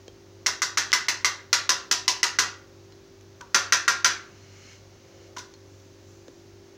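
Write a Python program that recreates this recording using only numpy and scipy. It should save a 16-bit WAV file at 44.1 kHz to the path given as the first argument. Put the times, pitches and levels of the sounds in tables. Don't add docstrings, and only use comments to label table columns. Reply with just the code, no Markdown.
import sys
import numpy as np
from scipy import signal
from scipy.fft import rfft, irfft
from scipy.io import wavfile
from scipy.ndimage import map_coordinates

SR = 44100
rng = np.random.default_rng(int(sys.argv[2]) if len(sys.argv) > 2 else 0)


def boost_factor(decibels):
    exponent = np.asarray(decibels, float) / 20
    return 10 ** exponent


def inscribe(sig):
    pcm = np.round(np.clip(np.atleast_2d(sig).T, -1, 1) * 32767)
    wavfile.write(sys.argv[1], SR, pcm.astype(np.int16))


N = 298557
RAP_SAMPLES = 2 ** 15
BOX_SWELL_S = 0.02

# frequency in Hz, level in dB per Hz.
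RAP_SPECTRUM = [(150, -28), (300, -12), (550, -12.5), (850, -11.5), (1000, -6), (1500, 2.5), (2090, -8),
                (2500, -8), (6170, -3.5), (8130, -21.5), (13600, -35), (14800, -22.5), (15600, -56),
                (16100, -48)]


def rms_one(x):
    return x / np.sqrt(np.mean(x ** 2) + 1e-20)


def at_hz(points, hz):
    p = np.array(points)
    return np.interp(np.log(np.maximum(hz, 1)), np.log(p[:, 0]), p[:, 1])


def colour(x, *spectra):
    hz = np.fft.rfftfreq(len(x), 1 / SR)
    log_gain = sum(at_hz(s, hz) for s in spectra) * np.log(10) / 20
    cepstrum = irfft(log_gain, len(x))
    cepstrum[1:len(x) // 2] *= 2
    cepstrum[len(x) // 2 + 1:] = 0
    return irfft(rfft(x) * np.exp(rfft(cepstrum)), len(x))


def decay(t, t60):
    return boost_factor(-60 * t / t60)


def drift(rate):
    knots = rng.standard_normal(int(40 * N / SR))
    return map_coordinates(knots, [np.arange(N) / SR * rate + 2], order=3)


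def add(out, s, x):
    i = round(s * SR)
    out[i:i + len(x)] += x[:N - i]


def raps():
    # low boom in dB, middle clang in dB, upper ring in dB.
    blows = [(0.462, -5, 1, -3, 0.2), (0.619, -7, -3.5, -1, -4.5), (0.773, -5.5, -1, 0.1, 2),
             (0.929, -2, -1, 0.5, 3), (1.084, -6.5, 0.5, -5.5, 4.9), (1.246, -4, 0, -2.5, 1.5),
             (1.529, -2, 0.9, 0, 2.5), (1.692, -3, 3.5, 1, -1.5), (1.912, -4, 0, -6.5, -3.5),
             (2.079, -3.5, 2, -10.5, 0.6), (2.23, -3.5, 1, -0.5, 2), (2.387, -3, 2.5, 2, -0.5),
             (3.408, -33, 17, 8, -1), (3.545, -1.5, 3, -2.3, -0.5), (3.723, -1, -1.5, -3.5, 1.7),
             (3.879, -2, 0.6, -4.5, 4), (4.045, -1, 0, -2, 3), (5.365, -28, 9.5, 7.5, -2),
             (5.382, -26.5, -4, -6, -4)]
    turns_s = [
        1.4,
        3.0,
        5.0,
    ]
    out, t = np.zeros(N), np.arange(RAP_SAMPLES) / SR
    rooms = kitchen(count=len(blows), first_echo_s=0.0055)
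    for (s, db, boom_db, clang_db, ring_db), room in zip(blows, rooms):
        wall = np.searchsorted(turns_s, s) % 3
        firm = db > -20
        ring, lasting, air_chance = wall_ring(wall, t)
        rattle = sheet_rattle(t)
        rung_room = irfft(rfft(ring + 0.69 * rattle) * rfft(room), RAP_SAMPLES)

        heard = rattle + ring + boost_factor(-6) * firm * lasting + boost_factor(-7) * room + boost_factor(-33.5) * rung_room
        heard = colour(heard, RAP_SPECTRUM, blow_shade(wall, db, boom_db, clang_db, ring_db))
        heard /= np.sqrt(np.mean(heard[:SR // 60] ** 2))
        heard += box_air(t, boom_db, air_chance) + handle_thump(wall, t)

        i = round(s * SR)
        dip = np.clip(np.arange(4700) / 500, 0, 1)
        out[i - 700:i + 4000] *= boost_factor(-8.5 * firm * dip)
        add(out, s, heard * boost_factor(db - 13))
    return out


def wall_ring(wall, t):
    # frequency in Hz, level in dB, t60 in the room in seconds.
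    walls = [
        [(750, -17, .3), (990, -8, .2), (1180, -3, .15), (1265, -8, .25), (1510, -4, .22), (2030, -2, .16),
         (2130, -3, .14), (2820, -8, .15), (4300, -8, .15), (5700, -6, .15), (6075, -4, .12)],
        [(750, -14, .3), (985, -4, .25), (1175, -7, .15), (1395, -6, .3), (1520, -5, .2), (1625, -7, .3),
         (2010, -3, .2), (2840, -8, .15), (4300, -6, .12), (5680, -5, .12), (5900, -6, .15)],
        [(555, -16, .4), (755, -16, .35), (1005, -7, .2), (1180, -4, .15), (1390, -1, .35), (1620, -2, .4),
         (1900, -5, .15), (2690, -8, .18), (4230, -8, .15), (5990, -4, .15), (6300, -6, .15)],
    ]
    modes = np.array(walls[wall])
    chance = rng.standard_normal((3, len(modes)))
    hz = modes[:, 0] * (1 + 0.005 * chance[0])
    modes_db, strike_spread_db = -15, 4
    mode_db = modes[:, 1] - at_hz(RAP_SPECTRUM, hz) + modes_db + strike_spread_db * chance[1]
    height = boost_factor(mode_db)
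    box_fed = np.minimum(t / BOX_SWELL_S, 1) ** 2
    waves = np.sin(2 * np.pi * np.outer(hz, t)) * np.where(hz[:, None] < 1100, box_fed, 1)
    t60 = modes[:, 2:]
    ring = height @ (waves * decay(t, np.minimum(0.2 * t60, 0.05)))
    lasting = height * (hz < 2400) @ (waves * decay(t, np.minimum(t60, 0.4)))
    return ring, lasting, chance[2, 0]


def sheet_rattle(t):
    rattle = rng.standard_normal(RAP_SAMPLES) * decay(t, 0.11) * np.clip(t / 0.001, 0, 1)
    return rattle * boost_factor(2.5 * np.repeat(rng.standard_normal(512), 64))


def blow_shade(wall, db, boom_db, clang_db, ring_db):
    shade_hz = [500, 1030, 1500, 2080, 3500, 5900, 9000]
    # usual colour in dB near 1.0, 1.5, 2.1 and 6 kHz.
    wall_shades = [
        (-2.5, -2, 1.3, 5.2),
        (-5, -4, 2.1, 4.66),
        (-4, 2, 2.4, 3.9),
    ]
    soft_dulls = 0.04
    low, mid, upper, top = np.array(wall_shades[wall]) + [boom_db, clang_db, ring_db, soft_dulls * db]
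    return list(zip(shade_hz, [1.21 * low, low, mid, upper, 0, top, top]))


def box_air(t, boom_db, chance):
    box_hz, box_db, sag = 968.7, -16, 0.16
    swell = (t / BOX_SWELL_S * np.exp(1 - t / BOX_SWELL_S)) ** 3
    sagging = t + sag * BOX_SWELL_S / 2 * (1 - np.exp(-2 * t / BOX_SWELL_S))
    tone = np.sin(2 * np.pi * box_hz * (1 + 0.028 * chance) * sagging)
    return boost_factor(box_db + boom_db) * swell * tone


def handle_thump(wall, t):
    thump_hz = [307, 301, 211]
    thump_db = [-22, -24.5, -25.5]
    thump = np.sin(2 * np.pi * thump_hz[wall] * t) * decay(t, 0.11)
    return boost_factor(thump_db[wall]) * thump * np.clip(t / 0.011, 0, 1)


def kitchen(count, first_echo_s):
    edges_hz = [140, 400, 800, 1300, 2300, 4500, 8000, 13000, 18000]
    # frequency in Hz, t60 in seconds.
    room_t60 = [(300, 0.53), (1400, 0.42), (3700, 0.34), (7000, 0.27), (10000, 0.21), (15000, 0.18)]
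    t = np.arange(RAP_SAMPLES) / SR
    echoes = np.zeros((count, RAP_SAMPLES))
    for low, high in zip(edges_hz, edges_hz[1:]):
        band_filter = signal.butter(2, [low, high], "band", fs=SR, output="sos")
        band = signal.sosfilt(band_filter, rng.standard_normal(RAP_SAMPLES))
        dying = decay(t, at_hz(room_t60, np.sqrt(low * high)))
        echoes += [np.roll(band, 1511 * k) * dying for k in range(count)]
    echoes[1:] = 0.6 * echoes[0] + 0.8 * echoes[1:]
    return echoes * np.clip(t / first_echo_s - 1, 0, 1)


def ticks():
    # start in seconds, peak in dB, ring in Hz, t60 in seconds.
    contacts = [(.0800, -41.5, 3200, 0.04), (0.0815, -28, 480, 0.014), (0.908, -30, 2530, .003),
                (0.919, -20.5, 3070, 0.0045), (0.919, -16, 3030, 0.0014), (2.923, -51.5, 4080, 0.065),
                (3.2106, -44, 5900, 0.0086), (3.2108, -55, 10920, 0.0038), (3.411, -31, 1505, 0.046),
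                (5.370, -25.5, 993, 0.062), (5.384, -38, 3600, 0.054), (5.447, -47, 1010, 0.09),
                (5.394, -36, 2430, 0.018), (5.538, -48, 4250, 0.079), (5.538, -46, 6670, .02),
                (5.800, -50, 5400, .02), (6.281, -31, 503, 0.023), (6.281, -38, 280, 0.07),
                (6.282, -42.5, 1760, 0.012), (6.2815, -43, 950, 0.013)]
    click_spectrum = [(300, 4), (1500, 1.0), (6500, 7.5), (8500, -12), (13000, -42), (15000, -14)]   # (Hz, dB)
    out, t = np.zeros(N), np.arange(SR // 5) / SR
    for s, db, hz, t60 in contacts:
        click = min(hz / 2000, 1.3) * rng.standard_normal(len(t)) * decay(t, 0.0008 + 0.26 * t60)
        ring_up = np.minimum(t / (0.094 * t60), 1)
        ring = np.sin(2 * np.pi * hz * t) * decay(t, t60) * ring_up
        add(out, s, boost_factor(db) * (ring + colour(click, click_spectrum)))
    room = kitchen(count=1, first_echo_s=0.004)[0]
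    return out + boost_factor(-45) * signal.fftconvolve(out, room)[:N]


def scrape():
    grains = rng.standard_normal(2 ** 19) * boost_factor(1.4 * rng.exponential(1, 2 ** 19))
    return blade(grains) + foot(grains) + shreds(grains)


def blade(grains):
    # end in seconds, level in dB, hold in seconds.
    strokes = [
        (4.34, -76, 0.02),
        (4.735, -52.5, 0.026),
        (5.27, -60.5, 0.045),
        (6.76, -69, 0.02),
    ]
    # frequency in Hz, width in Hz, level in dB.
    resonances = [(2210, 55, -11), (2960, 350, -9.5), (4200, 130, -7), (5150, 68, -15), (6140, 120, -31),
                  (6900, 100, -16)]
    # frequency in Hz, level in dB per Hz.
    blade_spectrum = [(710, -54), (1200, -1.5), (2180, -1.5), (3490, -11.5), (4170, -8.5), (6340, 1.5),
                      (8140, -20), (13000, -33)]
    rings = np.zeros(len(grains))
    for hz, width, db in resonances:
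        b, a = signal.iirpeak(hz, hz / width, SR)
        rings += 3 * boost_factor(db + 8) * signal.lfilter(b, a, grains)
    return pressure(strokes) * rms_one(colour(grains + rings, blade_spectrum))[:N]


def foot(grains):
    # end in seconds, level in dB, hold in seconds.
    drags = [
        (5.33, -59.5, 0.14),
    ]
    # frequency in Hz, level in dB per Hz.
    foot_spectrum = [(330, -35), (480, 7), (650, -0.5), (900, -10), (1500, -40)]
    return pressure(drags) * rms_one(colour(grains, foot_spectrum))[:N]


def shreds(grains):
    # end in seconds, level in dB, hold in seconds.
    rustles = [
        (6.27, -67, 0.27),
        (6.45, -82, 0.1),
    ]
    # frequency in Hz, level in dB per Hz.
    shred_spectrum = [(2000, -25), (4200, -33), (6000, -9), (7200, -12.5), (8140, -31.5), (13000, -34)]
    return pressure(rustles) * boost_factor(3.7 * drift(8)) * rms_one(colour(grains, shred_spectrum))[:N]


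def pressure(rows):
    swell_db_per_s, stop_db_per_s = 26.5, 183
    t = np.arange(N) / SR
    total = np.zeros(N)
    for end, db, hold in rows:
        before = np.maximum(end - hold - t, 0)
        after = np.maximum(t - end, 0)
        total += boost_factor(db - swell_db_per_s * before - stop_db_per_s * after)
    return total


def refrigerator():
    # multiple of the compressor rate, level in dB rms.
    harmonics = [(1, -73.5), (2, -56.5), (5, -72.5), (6, -68), (7, -59.5), (8, -57.5), (9, -98),
                 (11, -68.5), (12, -76.5)]
    compressor_hz, mains_hz, mains_db, mains_lead_s = 48.77, 99.99, -63.5, 0.0001
    turn = 2 * np.pi * np.arange(N) / SR
    hum = boost_factor(mains_db + 1.2 * drift(5)) * np.sin(mains_hz * (turn + 2 * np.pi * mains_lead_s))
    for multiple, db in harmonics:
        level = boost_factor(db + 2.05 * drift(2.6))
        phase = 2 * np.pi * rng.random() * (multiple != 2)
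        hum += level * np.sin(multiple * compressor_hz * turn + phase)
    return np.sqrt(2) * hum


def hiss():
    # frequency in Hz, level in dB per Hz.
    hiss_spectrum = [(20, -25), (42, -10), (65, -10.5), (110, -9), (280, -13.5), (370, -12.5), (500, -16),
                     (1010, -22), (3150, -27.5), (6380, -24.5), (8140, -42.5), (13600, -47.5),
                     (15400, -36.5), (16200, -40)]
    white = rng.standard_normal(2 ** 19)
    return boost_factor(-55.5 + 0.13 * drift(4.07)) * rms_one(colour(white, hiss_spectrum)[:N])


def scene():
    return (raps() + ticks() + scrape() + refrigerator() + hiss())[None]


def low_pass(x):
    return signal.sosfilt(signal.butter(12, 16810, fs=SR, output="sos"), x)


def record(dry):
    bass_cut = signal.sosfilt(signal.butter(2, 40, "high", fs=SR, output="sos"), dry)
    rounded = np.tanh(bass_cut)
    top_cut = signal.cheby2(16, 60, 16900, fs=SR, output="sos")
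    return low_pass(signal.sosfilt(top_cut, rounded))


dry = scene()
out = record(dry)
inscribe(out)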